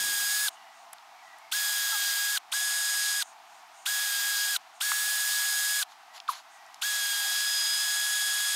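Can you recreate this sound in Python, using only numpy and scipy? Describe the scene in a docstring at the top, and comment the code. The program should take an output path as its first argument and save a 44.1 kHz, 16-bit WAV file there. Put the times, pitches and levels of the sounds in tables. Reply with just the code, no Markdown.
"""A cordless drill spins a wire wheel against rusty bolts on a garage floor, in six bursts over outdoor air.
It is already running: the motor whines on shaft multiples, gears rattle, wire tips scrub. At 0.5 s
the brake stops it with a chirp; bristles shiver, tools click, far birds call. Four more bursts
follow, the bolt squealing at 1.9 s. Near 6 s the hands shift and the rubber grip squeaks.
The last burst runs from 6.8 s to the end, its pinion tone swelling near 7.6 s."""
import sys
import numpy as np
from scipy import signal
from scipy.fft import rfft, irfft, next_fast_len
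from scipy.io import wavfile
from scipy.ndimage import uniform_filter1d

SR = 44100
rng = np.random.default_rng(int(sys.argv[2]) if len(sys.argv) > 2 else 0)


def bounce(signal):
    """Save signal as a 16-bit WAV file at the path given by the first command-line argument."""
    frames = np.transpose(np.atleast_2d(signal))
    limited = np.clip(frames, -1, 1)
    pcm = np.round(limited * 32767).astype(np.int16)
    wavfile.write(sys.argv[1], SR, pcm)


N = 377055
T = np.arange(N) / SR


def undb(db):
    return 10 ** (np.asarray(db) / 20)


def unit_rms(x):
    return x / np.sqrt(np.mean(x ** 2))


def noise():
    return rng.standard_normal(N)


def walk(rate_hz):
    """Random steps, smoothed twice; rms 1."""
    hold = max(int(SR / rate_hz), 1)
    steps = np.repeat(rng.standard_normal(N // hold + 1), hold)
    return unit_rms(uniform_filter1d(uniform_filter1d(steps, hold), hold)[:N])


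def colour(x, points):
    """Shape the spectrum by (freq_hz, gain_db) rows; rms 1."""
    hz, db = np.transpose(points)
    size = next_fast_len(N)
    bins_hz = np.maximum(np.fft.rfftfreq(size, 1 / SR), 1)
    gain = undb(np.interp(np.log(bins_hz), np.log(hz), db))
    return unit_rms(irfft(rfft(x, size) * gain, size)[:N])


def ring(x, hz, width_hz):
    """One resonance, gain 1 at its centre."""
    return signal.lfilter(*signal.iirpeak(hz, hz / min(width_hz, SR / 4), fs=SR), x)


def ring_twice(x, hz, width_hz):
    return ring(ring(x, hz, width_hz), hz, width_hz)


def band(hz, width_hz):
    """Noise band; rms 1."""
    return unit_rms(ring_twice(noise(), hz, width_hz))


def swell(start_s, end_s):
    """Half-sine arch, peak 1."""
    return np.sin(np.pi * np.clip((T - start_s) / (end_s - start_s), 0, 1))


def curve(points):
    """Straight lines through (time_s, value) rows."""
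    return np.interp(T, *np.transpose(points))


# spectra of the background hiss and of low noise that fades out at the start: freq_hz, gain_db
HISS_SPECTRUM = [(25, -44), (100, -32), (180, -26), (320, -21.5), (570, -31), (660, 1), (780, 2),
                 (1100, -2), (1600, -7.5), (3000, -12.5), (6000, -18), (9000, -25.5), (13000, -28),
                 (16000, -35)]
LOW_NOISE_SPECTRUM = [(25, -22), (100, -9), (200, 3), (330, 2), (550, 0), (800, -36)]


def background(hiss_db=-52.5, low_db=-55, low_fade_s=.2):
    """Background hiss, restless near 800 Hz; low noise fades out at the start."""
    hiss = colour(noise(), HISS_SPECTRUM) * undb(hiss_db + .5 * walk(5.5))
    restless = band(794, 203) * undb(-65.5 + 4.7 * walk(14))
    low_noise = colour(noise(), LOW_NOISE_SPECTRUM) * undb(low_db) * np.exp(-T / low_fade_s)
    return hiss + restless + low_noise


# bird calls: start_s, end_s, pitch_hz, width_hz, level_db
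BIRD_CALLS = [(.49, .71, 2900, 200, -60.5), (.5, .85, 1960, 90, -62), (1.15, 1.26, 2250, 200, -62.5),
              (1.2, 1.41, 1956, 80, -57), (1.378, 1.524, 2180, 120, -57.5), (6.08, 6.2, 1950, 80, -60),
              (6.42, 6.8, 1930, 80, -63)]


def birds():
    """Far calls, smeared by distance into narrow bands."""
    return sum(undb(db) * swell(start, end) * band(hz, width) for start, end, hz, width, db in BIRD_CALLS)


# shakes of the stopped wheel: start_s, end_s, level_db
SHIVERS = [(.47, 0.576, -60), (.7, .89, -65), (1.2, 1.35, -68), (3.198, 3.346, -56.5), (3.45, 3.64, -65),
           (3.712, 3.886, -59), (4.72, 4.823, -62), (6.49, 6.602, -62)]
# wire resonances: freq_hz, width_hz, gain_db
BRISTLE_MODES = [(6670, 1300, -1.5), (8600, 1700, -5)]


def bristles():
    """Loose wires ring near two pitches as the wheel is moved."""
    shaking = sum(undb(db) * swell(start, end) for start, end, db in SHIVERS)
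    return shaking * sum(undb(db) * band(hz, width) for hz, width, db in BRISTLE_MODES)


def stick_slip(glide, partials):
    """Slightly rough gliding tone."""
    time_s, pitch_hz, level_db = np.transpose(glide)
    envelope = np.interp(T, time_s, undb(level_db), left=0, right=0) * undb(1.3 * walk(500))
    phase = 2 * np.pi * np.cumsum(np.interp(T, time_s, pitch_hz)) / SR
    return np.sqrt(2) * envelope * sum(undb(db) * np.sin(k * phase) for k, db in partials)


# hand slides: start_s, peak_s, end_s, level_db
RUBS = [(5.87, 5.92, 5.945, -53), (6.125, 6.165, 6.2, -45), (6.279, 6.297, 6.43, -40)]
# skin on rubber: freq_hz, gain_db
RUB_SPECTRUM = [(600, -24), (1000, 4.5), (2200, -4), (4200, 1.5), (5700, -6.5), (7000, -4), (8800, -18),
                (10500, -9.5), (12000, -14), (14000, -22), (16000, -32)]
# rubber squeak: time_s, pitch_hz, level_db
GRIP_SQUEAK = [(6.283, 1630, -55), (6.288, 1325, -29), (6.292, 1150, -20), (6.296, 1020, -29),
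               (6.303, 960, -35), (6.32, 940, -58)]
# hiss with the squeak: start_s, end_s, centre_hz, width_hz, level_db
SQUEAK_HISS = (6.281, 6.335, 11200, 3500, -45)


def grip():
    """Skin slides on the rubber grip: grainy rubs and one falling squeak."""
    sliding = sum(undb(db) * np.interp(T, [start, peak, end], [0, 1, 0]) for start, peak, end, db in RUBS)
    start_s, end_s, centre_hz, width_hz, level_db = SQUEAK_HISS
    hiss = undb(level_db) * swell(start_s, end_s) * band(centre_hz, width_hz)
    grain = colour(noise() * undb(1.7 * walk(900)), RUB_SPECTRUM)
    return grain * sliding + hiss + stick_slip(GRIP_SQUEAK, [(1, 0)])


# knocks of pliers and bolt: start_s, peak_db, ring_hz, width_hz, decay_s
TOOL_CLICKS = [(.9305, -32, 9500, 7000, .0025), (.933, -32, 1600, 1700, .003),
               (.9835, -41, 3600, 2000, .001), (1.385, -46, 9000, 7000, .002),
               (2.536, -31, 1100, 500, .0015), (4.9175, -17.5, 1480, 1050, .0011),
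               (6.179, -34, 2600, 2500, .0015), (6.2017, -26, 3300, 2100, .001),
               (6.279, -31.5, 3100, 2200, .005), (6.6632, -45, 5500, 4000, .0015),
               (6.744, -32.5, 4800, 4000, .001)]


def knocks(events):
    """Each is decaying noise through one broad resonance, cut off at 0.1 s."""
    out = np.zeros(N)
    t = T[:SR // 10]
    for start_s, peak_db, ring_hz, width_hz, decay_s in events:
        crack = ring_twice(rng.standard_normal(len(t)) * np.exp(-t / decay_s), ring_hz, width_hz)
        i = int(start_s * SR)
        out[i:i + len(t)] += undb(peak_db) * crack / np.abs(crack).max()
    return out


# bolt squeal: time_s, fundamental_hz, level_db
BOLT_SQUEAL = [(1.915, 455, -55), (1.93, 452, -37.5), (1.945, 427, -38), (1.962, 405, -43),
               (1.98, 388, -56)]
# its overtones: multiple, gain_db
SQUEAL_PARTIALS = [(2, -5), (3, -1.5)]


def bolt_squeal():
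    """The bolt sticks and slips on the wires; only overtones sound."""
    return stick_slip(BOLT_SQUEAL, SQUEAL_PARTIALS)


# trigger pulls, with level offsets from how the drill is held:
# on_s, brake_s, rattle_db, scrub_db, sizzle_db, whistle_db, sizzle_to_scrub_db_per_s
PULLS = [(-.2, .482, -0.4, 1.5, 2.9, 0, -0.5), (1.514, 2.373, 0.54, -.6, 3, 0, 1),
         (2.516, 3.222, -0.1, .5, -3.8, 0, 1), (3.854, 4.562, 0.4, -0.5, 1.5, 0, 1),
         (4.803, 5.826, .4, 1.0, 0.5, 10.5, 0.5), (6.814, 8.9, .3, -.3, -3.9, -3, 1.8)]


def motion(inertia_s=.0012, spin_up_s=.0075, ease_s=.023, ease_depth=.14, brake_decay_s=.0062,
           start_strain_s=.014, brake_strain_s=.011, attack_s=.0054, coast_s=.009):
    """Share of full speed, motor strain and loudness envelope as the trigger is pulled and let go."""
    speed, strain, envelope = np.zeros((3, N))
    for on_s, brake_s, *_ in PULLS:
        running_s, braking_s = np.maximum(T - on_s, 0), np.maximum(T - brake_s, 0)
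        rise = 1 - np.exp(-np.maximum(running_s - inertia_s, 0) / spin_up_s)
        easing = 1 - ease_depth * np.clip((T - brake_s) / ease_s + 1, 0, 1) ** 1.5
        speed += rise * easing * np.exp(-(braking_s / brake_decay_s) ** 2)
        # current peaks at spin-up and at braking
        strain += (T > on_s) * np.exp(-running_s / start_strain_s)
        strain += .85 * (T > brake_s) * np.exp(-braking_s / brake_strain_s)
        envelope += (1 - np.exp(-running_s / attack_s)) * np.exp(-(braking_s / coast_s) ** 2.6)
    return speed, strain, envelope


def hiss_puffs(delay_s=.5, peak_db=-26, centre_hz=4500, width_hz=4000, decay_s=1.2):
    """A nearly level 0.1 s hiss partway into each burst."""
    return knocks([(on_s + delay_s, peak_db, centre_hz, width_hz, decay_s) for on_s, *_ in PULLS])


# shaft speed, one list a burst: time_s, shaft_hz
SHAFT_SPEEDS = [
    [(0.02, 553), (0.14, 548), (0.27, 548.7), (0.32, 557), (0.45, 560)],
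    [(1.57, 559.4), (1.66, 553), (1.85, 550.5), (2.09, 545.5), (2.31, 551.5), (2.34, 557.1)],
    [(2.57, 558), (2.99, 553.2), (3.05, 556.5), (3.15, 551.3), (3.19, 555)],
    [(3.91, 556.3), (4.02, 556.7), (4.14, 542.9), (4.3, 552.4), (4.37, 545), (4.43, 553.6), (4.48, 547),
     (4.51, 557.7), (4.53, 546)],
    [(4.87, 558.3), (5.7, 555.8), (5.79, 557.8)],
    [(6.87, 558.4), (7.14, 545), (7.44, 557), (7.61, 552), (7.73, 552.7), (7.81, 558), (7.98, 555),
     (8.13, 557.7), (8.53, 556.0)],
]


def loaded_shaft_hz():
    """The shaft slows as the wheel is pressed on the bolt."""
    return curve(np.vstack(SHAFT_SPEEDS))


# pinion tone, order 9, near 5 kHz: time_s, level_db
PINION_LEVEL = [(.3, -40.5), (2.55, -41), (3.0, -37.5), (4.5, -41.5), (4.93, -52), (5.08, -43.5),
                (5.75, -39), (6.93, -45), (7.08, -41), (7.44, -37.5), (7.58, -30.5), (7.78, -32),
                (7.9, -37), (8.25, -41)]


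def holding_offsets_db(sings_above_db=-37.5, sizzle_yield=.6):
    """The hold colours each burst; the sizzle gives way when the pinion sings."""
    pulls = np.array(PULLS)
    current = pulls[np.searchsorted(pulls[:, 0], T) - 1]
    on_s, brake_s, rattle_db, scrub_db, sizzle_db, whistle_db, shift_db_per_s = current.T
    shift_db = shift_db_per_s * (T - (on_s + brake_s) / 2)
    singing_db = np.maximum(curve(PINION_LEVEL) - sings_above_db, 0)
    return {"rattle": rattle_db, "scrub": scrub_db + shift_db, "whistle": whistle_db,
            "sizzle": sizzle_db - shift_db - sizzle_yield * singing_db, "pinion": singing_db}


# gear rattle, wire scrub and tip sizzle spectra: freq_hz, gain_db
RATTLE_SPECTRUM = [(560, -74), (680, -17.5), (1000, -12), (1350, -5), (1850, -4.5), (2100, -7),
                   (2900, -4.5), (3500, 0.5), (4300, -1.5), (5400, -4), (6000, -4), (7000, -3.5),
                   (9000, -13.5), (13300, -11.5), (15500, -19)]
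SCRUB_SPECTRUM = [(3000, -34), (5500, -12.5), (6100, -8.5), (7000, -4), (7600, -4.5), (8500, 0.5),
                  (9700, -2.5), (11500, -2.5), (12400, -10), (13200, -23), (16000, -40)]
SIZZLE_SPECTRUM = [(10500, -30), (12600, 3), (13800, 3), (14800, -8), (15400, -10), (16000, -19)]
# gearbox and wheel resonances: freq_hz, width_hz, gain_db
SHELL_MODES = [(3680, 87, -13), (4810, 240, -8.5), (5600, 160, -24), (7090, 160, -4), (7940, 140, -3.5),
               (8540, 160, -3), (9250, 260, -9)]


def brushing(shaft_hz, offsets_db, rattle_db=-34, scrub_db=-36.5, sizzle_db=-44, gear_ratio=24):
    """Gear rattle and a hail of wire tips swell slightly once a wheel turn and ring the shell."""
    wobble = 1 + .022 * np.sin(2 * np.pi * np.cumsum(shaft_hz / gear_ratio) / SR)
    tips = noise() * (rng.random(N) < .45)
    rattle = colour(noise(), RATTLE_SPECTRUM) * undb(rattle_db + offsets_db["rattle"] + .22 * walk(200))
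    scrub = colour(tips, SCRUB_SPECTRUM) * undb(scrub_db + offsets_db["scrub"] + .26 * walk(150))
    sizzle = colour(noise(), SIZZLE_SPECTRUM) * undb(sizzle_db + offsets_db["sizzle"])
    direct = (rattle + scrub + sizzle) * wobble
    return direct + sum(undb(db) * ring(direct, hz, width) for hz, width, db in SHELL_MODES)


# order 6 tone, near 3.3 kHz: time_s, level_db
SIXTH_LEVEL = [(.2, -43.5), (.35, -52), (1.8, -42.5), (2.35, -44), (2.6, -47.5), (3.2, -46.5), (4.0, -43.5),
               (4.5, -42.5), (4.9, -47.5), (5.8, -46), (6.9, -39), (8.5, -38.5)]
# motor and gear tones: order, level_db, db_per_sag_hz, partner, db_per_partner_db
SHAFT_TONES = [(3, -33.8, -.1, "pinion", -0.6), (4.002, -60, 0, "scrub", 1.5),
               (10, -48.5, -.8, "scrub", 1.6), (12, -40.2, -.3, "sizzle", -.3),
               (15, -47.3, -.6, "scrub", 1.6), (18, -44.3, -1, "scrub", 3.5), (21, -56.5, 0, "scrub", -4),
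               (22, -56.5, .6, "sizzle", .15), (24, -53.5, .15, "rattle", 1.5),
               (25, -57.5, -.1, "whistle", 1), (27, -49.5, -.05, "sizzle", 1.35),
               (28, -68, .7, "sizzle", 2.5)]


def tone_levels(shaft_hz, offsets_db, no_load_hz=561, wander_db=1.3, wander_hz=4.3):
    """(order, level_db) pairs; all but 6 and 9 follow load and a partner, and drift as the hand moves."""
    sag_hz = no_load_hz - shaft_hz
    tones = [(6, curve(SIXTH_LEVEL)), (9, curve(PINION_LEVEL))]
    for order, level_db, db_per_sag_hz, partner, coupling in SHAFT_TONES:
        drift_db = wander_db * min(order / 10, 1) * walk(wander_hz)
        loaded_db = level_db + db_per_sag_hz * sag_hz + coupling * offsets_db[partner]
        tones.append((round(order), loaded_db + drift_db))
    return tones


def whine(shaft_hz, speed, strain, envelope, tones, chirp_db=-17.8, chirp_hz=3420, chirp_width_hz=1400):
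    """Shaft-locked tones; under strain, order 9 chirps as it sweeps through the gearbox resonance."""
    hunting = 1 + .0006 * walk(60) + .0007 * walk(18)
    angle = 2 * np.pi * np.cumsum(shaft_hz * speed * hunting) / SR
    tonal = np.zeros(N)
    for order, level_db in tones:
        # high orders depend on how the teeth sit, so flutter more
        flutter_db = min(.16 * order, 2) * (.5 * walk(11) + .69 * walk(70))
        tonal += undb(level_db + flutter_db) * np.sin(order * angle)
    mesh = strain * np.sin(9 * angle) * undb(2.5 * walk(900))
    chirp = undb(chirp_db) * ring_twice(mesh, chirp_hz, chirp_width_hz)
    return np.sqrt(2) * tonal * envelope * np.clip(speed, 0, 1) ** 2 + chirp


def drill():
    """One shaft drives both the whine and the brushing."""
    shaft_hz = loaded_shaft_hz()
    speed, strain, envelope = motion()
    offsets_db = holding_offsets_db()
    brush = envelope * brushing(shaft_hz, offsets_db)
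    return brush + whine(shaft_hz, speed, strain, envelope, tone_levels(shaft_hz, offsets_db))


def scene():
    """Drill and handling over birds and background hiss, the same in both channels."""
    near = drill() + knocks(TOOL_CLICKS) + hiss_puffs() + grip() + bristles() + bolt_squeal()
    # steep high-pass at 640 Hz; the near sounds have almost no bass
    near = signal.sosfilt(signal.butter(8, 640, "high", fs=SR, output="sos"), near)
    return np.tile(near + birds() + background(), (2, 1))


def record(dry):
    """Steep low-pass at 15.7 kHz."""
    return signal.sosfilt(signal.ellip(10, .2, 80, 15700, fs=SR, output="sos"), dry)


dry = scene()
out = record(dry)
bounce(out)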